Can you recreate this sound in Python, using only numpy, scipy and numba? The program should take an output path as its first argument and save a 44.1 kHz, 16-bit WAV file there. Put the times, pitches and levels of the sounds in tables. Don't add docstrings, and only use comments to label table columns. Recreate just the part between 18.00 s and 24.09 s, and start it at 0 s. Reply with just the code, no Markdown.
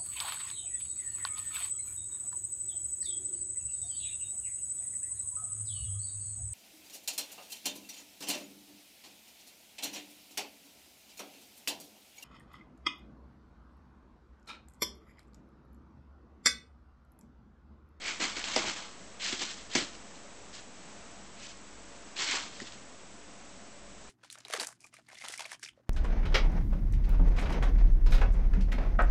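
import sys
import numpy as np
from scipy import signal
from scipy.fft import rfft, irfft, next_fast_len
from scipy.io import wavfile
from scipy.ndimage import uniform_filter1d
from numba import njit

SR = 44100
rng = np.random.default_rng(int(sys.argv[2]) if len(sys.argv) > 2 else 0)


def attenuation_scalar(level_db):
    decades = np.asarray(level_db, float) / 20
    return 10 ** decades


def transcribe(u):
    v = np.clip(np.atleast_2d(u).T, -1, 1)
    q = np.round(v * 32767).astype(np.int16)
    wavfile.write(sys.argv[1], SR, q)


N = 268740

# (frequency [Hz], density [dB per Hz])
ROOM_TONE = [(21, -21), (35, -4.5), (59, -5.5), (76, -13.5), (113, -6), (145, -12), (195, -3.5),
             (324, -3.5), (347, -6.5), (588, -6), (908, -10), (996, -9), (4630, -17.5), (7840, -13.5),
             (8400, -23.5), (10900, -80), (18500, -120)]
# (frequency [Hz], width [Hz], level [dB])
ROOM_MODES = [(118.27, 11, -74), (573, 9.1, -70), (688.3, 9.5, -69)]
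# (frequency [Hz], level [dB])
WHINE = [(7822, -78), (7854, -69), (7881, -70), (7913, -79), (8086, -82), (8118, -73), (8150, -74)]
# (landing time [s], push [s], peak level [dB], settling per 20 dB [s], dig depth [dB])
STROKES = [(0.0, 0.099, -38.5, 0.1239, -3.5), (0.194, 0.0254, -33.5, 0.1508, -3),
           (0.345, .035, -40.5, 0.1382, -5.5), (0.438, .008, -39.5, 0.0843, -8.5),
           (0.465, 0.0184, -40.5, 0.1415, -1), (0.505, .045, -37.5, 0.071, -16),
           (0.562, .012, -33, 0.1177, 1), (0.64, 0.0411, -34.5, 0.1109, -3), (0.759, .012, -44, 0.1832, 0),
           (1.193, 0.0658, -36, 0.12, -12.5), (1.265, 0.024, -39, 0.0627, -11),
           (1.322, .006, -35.5, 0.08, -8.5), (1.388, 0.0325, -35, 0.099, -7.5), (1.46, .045, -44, .11, -25),
           (1.54, .05, -54, .15, -20), (1.695, 0.048, -43, 0.13, -9), (1.7525, .003, -28, .04, -20),
           (1.765, 0.0177, -33, 0.0961, -8), (4.157, .063, -34, .14, -8), (4.258, 0.047, -34, .08, -10),
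           (4.313, .027, -34.5, .16, -2)]
# (landing time [s], push [s], peak level [dB], settling per 20 dB [s], dig depth [dB])
SHUFFLES = [(1.92, .03, -57, .05, -20), (2.13, .025, -60, .05, -10), (2.525, .03, -48, .08, -15),
            (2.565, .027, -51, .03, -15), (3.36, 0.054, -53.5, 0.01, -11.5),
            (3.41, 0.0315, -48, 0.0845, -30.5), (3.475, 0.022, -52, 0.0844, -21.5),
            (4.53, .025, -53.5, 0.2042, -11.5), (4.598, 0.0207, -51, 0.13, -8),
            (4.655, .015, -51, .08, -11), (4.712, .018, -55, 0.13, -13.5)]
# (frequency [Hz], density [dB per Hz])
LITTER = [(260, -41), (450, -24.5), (496, -13.5), (950, -3), (1390, -2.5), (2160, -2), (2660, -1.5),
          (3150, 1), (7340, -5.5), (8400, -23.5), (10900, -31.5), (18500, -120)]
# (time [s], ring of the edge [dB])
EDGE = [(.1, 1), (.3, -2), (.4, -1), (.45, -8), (.57, -2), (.8, -3), (1.2, -9), (1.33, -9), (1.5, -18.5),
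        (1.74, -4), (1.758, 2), (1.8, -10), (3.5, -9.5), (4.25, -7), (4.285, 1), (4.33, -2), (4.55, -11)]
# (frequency [Hz], width [Hz], level [dB])
RIM = [(2220, 40, -25), (2420, 67, -15), (3250, 360, -17.5), (4292, 240, -4), (5080, 100, -4),
       (7710, 670, 0)]
# (time [s], hold [s], rattle level [dB], boom level [dB])
LEANS = [(0.042, 0.083, -53, -63.5), (0.194, .055, -42, -59.5), (0.364, .02, -47.5, -55),
         (0.565, 0.036, -41, -57), (0.634, .062, -42.5, -55), (1.324, 0.0135, -45.5, -55),
         (1.393, 0.0454, -49.5, -62), (1.762, .03, -36.5, -58), (1.812, .026, -49, -58),
         (4.189, 0.059, -55, -67.5), (4.332, 0.0464, -52, -66.5), (4.611, .015, -54, -54)]
# (time [s], crack level [dB], thud level [dB], wall level [dB], loudest wall pitch [Hz])
KNOCKS = [
    (0.2011, -30.5, -30.5, -29, 662),
    (0.3645, -28.5, -37.5, -37, 805),
    (0.561, -7.5, -22, -12.5, 646),
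    (0.6386, -23.5, -34, -26, 829),
    (1.3248, -24, -25, -47.5, 824),
    (1.4163, -24, -38, -29, 877),
    (1.7508, -9, -16.5, -18.5, 955),
    (4.615, -43, -32, -66.5, 573),
]
# (frequency [Hz], width [Hz])
WALL = [(505, 54), (640, 31.9), (795, 73), (970, 45), (1250, 120)]
# (time [s], peak level [dB], pitch [Hz])
TICKS = [(4.6003, -32, 2100), (0.328, -31.5, 3080), (0.4142, -29, 2800), (0.4405, -21, 3400),
         (0.455, -30.5, 5250), (0.63, -25.5, 4910), (0.7627, -28, 2200), (1.253, -32, 2750),
         (1.2903, -27.5, 3450), (1.3927, -24.5, 4770), (1.504, -36.5, 3250), (1.933, -36.5, 4640),
         (1.9512, -36.5, 4000), (4.1654, -29, 3490), (4.476, -39, 4690), (4.538, -41.5, 3650),
         (4.6004, -31, 6000), (4.6185, -28.5, 5260), (4.6703, -43.5, 2930), (4.7217, -35.5, 4160)]


def set_rms(x, db):
    return x * attenuation_scalar(db) / np.sqrt(np.mean(x ** 2))


def on_log(hz, table):
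    table_hz, db = np.transpose(table)
    return np.interp(np.log(hz), np.log(table_hz), db)


def band(x, hz, width):
    return signal.lfilter(*signal.iirpeak(hz, hz / width, SR), x)


def driven_mode(noise, hz, width, second_width, db):
    return set_rms(band(band(noise, hz, width), hz, second_width), db)


def walk(rate):
    hold = int(SR / rate)
    steps = np.repeat(rng.standard_normal(N // hold + 1), hold)
    return 0.945 * uniform_filter1d(steps, hold)[:N]


@njit
def rings(start, hz, turns, size, turn_rad):
    y = np.zeros(N)
    for k in range(len(start)):
        w = 2 * np.pi * hz[k] / SR
        step = np.exp(complex(-hz[k] / SR / turns[k], w))
        z = size[k] * np.exp(complex(0., turn_rad[k]))
        stop = min(N, start[k] + int(5 * turns[k] * SR / hz[k]))
        for i in range(start[k], stop):
            y[i] += z.imag
            z *= step
    return y


def background():
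    n = next_fast_len(N)
    t = np.arange(N) / SR
    hz = np.maximum(np.arange(n // 2 + 1) * SR / n, 1)
    hiss = irfft(rfft(rng.standard_normal(n)) * attenuation_scalar(on_log(hz, ROOM_TONE)), n)[:N]
    out = set_rms(hiss, -51.5) * attenuation_scalar(0.7854 * walk(4.99))
    for mode_hz, width, db in ROOM_MODES:
        mode = driven_mode(rng.standard_normal(N), mode_hz, width, width, db)
        out = out + mode * attenuation_scalar(-0.5 * walk(2.49))
    beat_db = 4 * np.cos(2 * np.pi * (t - 0.41) / .69)
    swell_db = 2.5 * np.cos(2 * np.pi * (t - 1.83) / 2.05)
    hum_hz = 49 + 3.4 * walk(6)
    hum = np.sqrt(2) * np.sin(2 * np.pi * np.cumsum(hum_hz) / SR)
    drone = driven_mode(rng.standard_normal(N), 200, 40, 60, 0)
    return out + hum * attenuation_scalar(-67.5 + beat_db + swell_db) + drone * attenuation_scalar(-63 + 1.5 * walk(2.95))


def paws(at):
    push_curve, sink_db = 0.604, -8.5
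    dust_db, dust_per_depth, dust_late_db, dust_lingers = -6, -0.136, -3, 1.12
    load_db, load_per_depth = -15.5, .4
    t = at[::16]
    power = np.full((4, len(t)), 1e-18)
    for s, push_s, db, settle_s, depth_db in STROKES + SHUFFLES:
        pushed = np.clip((t - s) / push_s, 0, 1)
        fall_db = -20 * np.maximum(t - s - push_s, 0) / settle_s
        deep = depth_db + sink_db * (1 - pushed)
        dust = dust_db + dust_per_depth * depth_db + dust_late_db * (1 - pushed)
        dust = dust + fall_db * (1 / dust_lingers - 1)
        load = load_db + load_per_depth * deep
        parts_db = np.array([0 * t, deep, dust, load])
        power += (pushed ** push_curve * attenuation_scalar(db + fall_db + parts_db)) ** 2
    slide, *parts = 10 * np.log10(power)
    curves = [slide] + [part - slide for part in parts]
    return *(np.interp(at, t, c) for c in curves), np.interp(at, *np.transpose(EDGE))


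def litter():
    count, turns = 200000, 4.39
    at, pick, odd, sign = rng.random((count, 4)).T
    i = (at * N).astype(np.int64)
    hz = 450 * (8500 / 450) ** pick
    odd_db = np.minimum(-2.9 * np.log(1 - odd), 13)
    clump_db = 1.3 * walk(250)[i] + 0.6 * walk(70)[i]
    size = attenuation_scalar(on_log(hz, LITTER) + 10 * np.log10(hz * hz) + odd_db + clump_db)
    core = (hz > 1500) & (hz < 5000)
    energy = size ** 2 * turns * SR / hz / 4
    size = size / np.sqrt(np.sum(energy[core]) / N)

    db, deep, dust, load, edge_db = paws(np.arange(N) / SR)
    moving = db > -75
    low = np.clip(np.log(1700 / hz) / np.log(1.5), 0, 1)
    high = np.clip(np.log(hz / 4500) / np.log(1.4), 0, 1)
    size = size * attenuation_scalar(db[i] + low * (deep[i] + 6) + high * (dust[i] + 6))
    on = moving[i]
    grains = rings(i[on], hz[on], np.full(on.sum(), turns), size[on], np.pi * (sign[on] > .5))
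    grains = signal.sosfilt(signal.butter(2, 450, "high", fs=SR, output="sos"), grains)

    shove = rng.standard_normal(N) * attenuation_scalar(2 * walk(60))
    floor = driven_mode(shove, 300, 80, 160, 0)
    floor = floor * uniform_filter1d(moving * attenuation_scalar(db + load), SR // 100)
    rim = sum(attenuation_scalar(d) * band(grains, f, w) for f, w, d in RIM[1:])
    edge = attenuation_scalar(2.55 * np.clip(edge_db + 2.66, -12, 4)) * band(grains, 2191, 300)
    return grains + floor + attenuation_scalar(-3) * (rim + edge)


def room(x):
    t60_s, wet_db, rise_s = 0.222, -15.5, 0.0081
    t = np.arange(SR // 2) / SR
    tail = rng.standard_normal(len(t)) * attenuation_scalar(-60 * t / t60_s) * np.clip(t / rise_s, 0, 1)
    tail = signal.lfilter(*signal.butter(1, [400, 6000], "band", fs=SR), tail)
    tail = tail / np.sqrt(np.sum(tail ** 2))
    return x + attenuation_scalar(wet_db) * signal.fftconvolve(x, tail)[:N]


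def leans():
    release_s = .03
    t = np.arange(N) / SR
    gain = np.zeros((2, N))
    for s, hold_s, db, boom_db in LEANS:
        press = np.clip((t - s) / .003, 0, 1)
        release = attenuation_scalar(-20 * np.maximum(t - s - hold_s, 0) / release_s)
        gain += press * release * attenuation_scalar([[db], [boom_db]])
    shake = rng.standard_normal(N) * attenuation_scalar(2.5 * walk(70))
    rattle = driven_mode(shake, 295, 150, 300, 0)
    boom = driven_mode(shake, 90.3, 54, 108, 0)
    return gain[0] * rattle + gain[1] * boom


def knocks():
    thud_hz, wall_fall_db = 302.5, 7.0
    bounce_s, bounce_db, spray_s, spray_db = 0.008059, -5, 0.011, -12
    out = np.zeros(N)
    t = np.arange(SR // 4) / SR
    blow = np.exp(-((t - .0006) / 0.000237) ** 2)
    blow = blow + attenuation_scalar(bounce_db) * np.exp(-((t - bounce_s - .0006) / 0.000237) ** 2)
    floor = band(blow, thud_hz, 40) - .6 * band(blow, .74 * thud_hz, 50) - .4 * band(blow, 1.25 * thud_hz, 60)
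    thud = floor + 0.12 * band(band(blow, 130, 110), 150, 140)
    snap = (t / .0015) * np.exp(1 - t / .0015)
    spray = attenuation_scalar(spray_db) * np.exp(-t / spray_s)
    for s, crack_db, thud_db, wall_db, wall_hz in KNOCKS:
        wall = np.zeros(len(t))
        for k, (hz, width) in enumerate(WALL):
            mode_db = -wall_fall_db * abs(np.log2(hz / wall_hz))
            wall += (-1) ** k * attenuation_scalar(mode_db) * band(blow, hz, width)
        burst = rng.standard_normal(len(t)) * (snap + spray)
        crack = band(burst, 2170, 250) + .8 * band(burst, 4500, 1200)
        crack = crack + .6 * band(band(burst, 3000, 4500), 3000, 6000)
        parts = ((thud, thud_db - 5.5), (wall, wall_db - 6), (crack, crack_db - 4.5))
        i = int(s * SR)
        out[i:i + len(t)] += sum(attenuation_scalar(db) * x / np.abs(x).max() for x, db in parts)
    return out


def ticks():
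    count, turns, scatter_s, scatter_oct = 12, 2.77, .001, 0.65
    s, db, hz = (np.repeat(column, count) for column in np.transpose(TICKS))
    late, pitch, sign = rng.random((len(s), 3)).T
    i = ((s - scatter_s * np.log(1 - late)) * SR).astype(np.int64)
    hz = np.minimum(hz * 2 ** (scatter_oct * (2 * pitch - 1)), 8000.)
    return rings(i, hz, np.full(len(s), turns), attenuation_scalar(db - 10), np.pi * (sign > .5))


def scene():
    tray = litter() + knocks() + ticks()
    return (room(tray) + background() + leans())[None]


def top_cut(x):
    return signal.sosfilt(signal.butter(12, 9080, fs=SR, output="sos"), x)


def record(dry):
    t = np.arange(N) / SR
    soft_top = signal.sosfilt(signal.butter(8, 8300, fs=SR, output="sos"), dry)
    steep_top = signal.sosfilt(signal.ellip(10, .3, 85, 8800, fs=SR, output="sos"), soft_top)
    whine = sum(np.sqrt(2) * attenuation_scalar(db) * np.sin(2 * np.pi * (hz * t + rng.random())) for hz, db in WHINE)
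    offset = -.0024
    return top_cut(steep_top + whine + offset)


dry = scene()
out = record(dry)
transcribe(out)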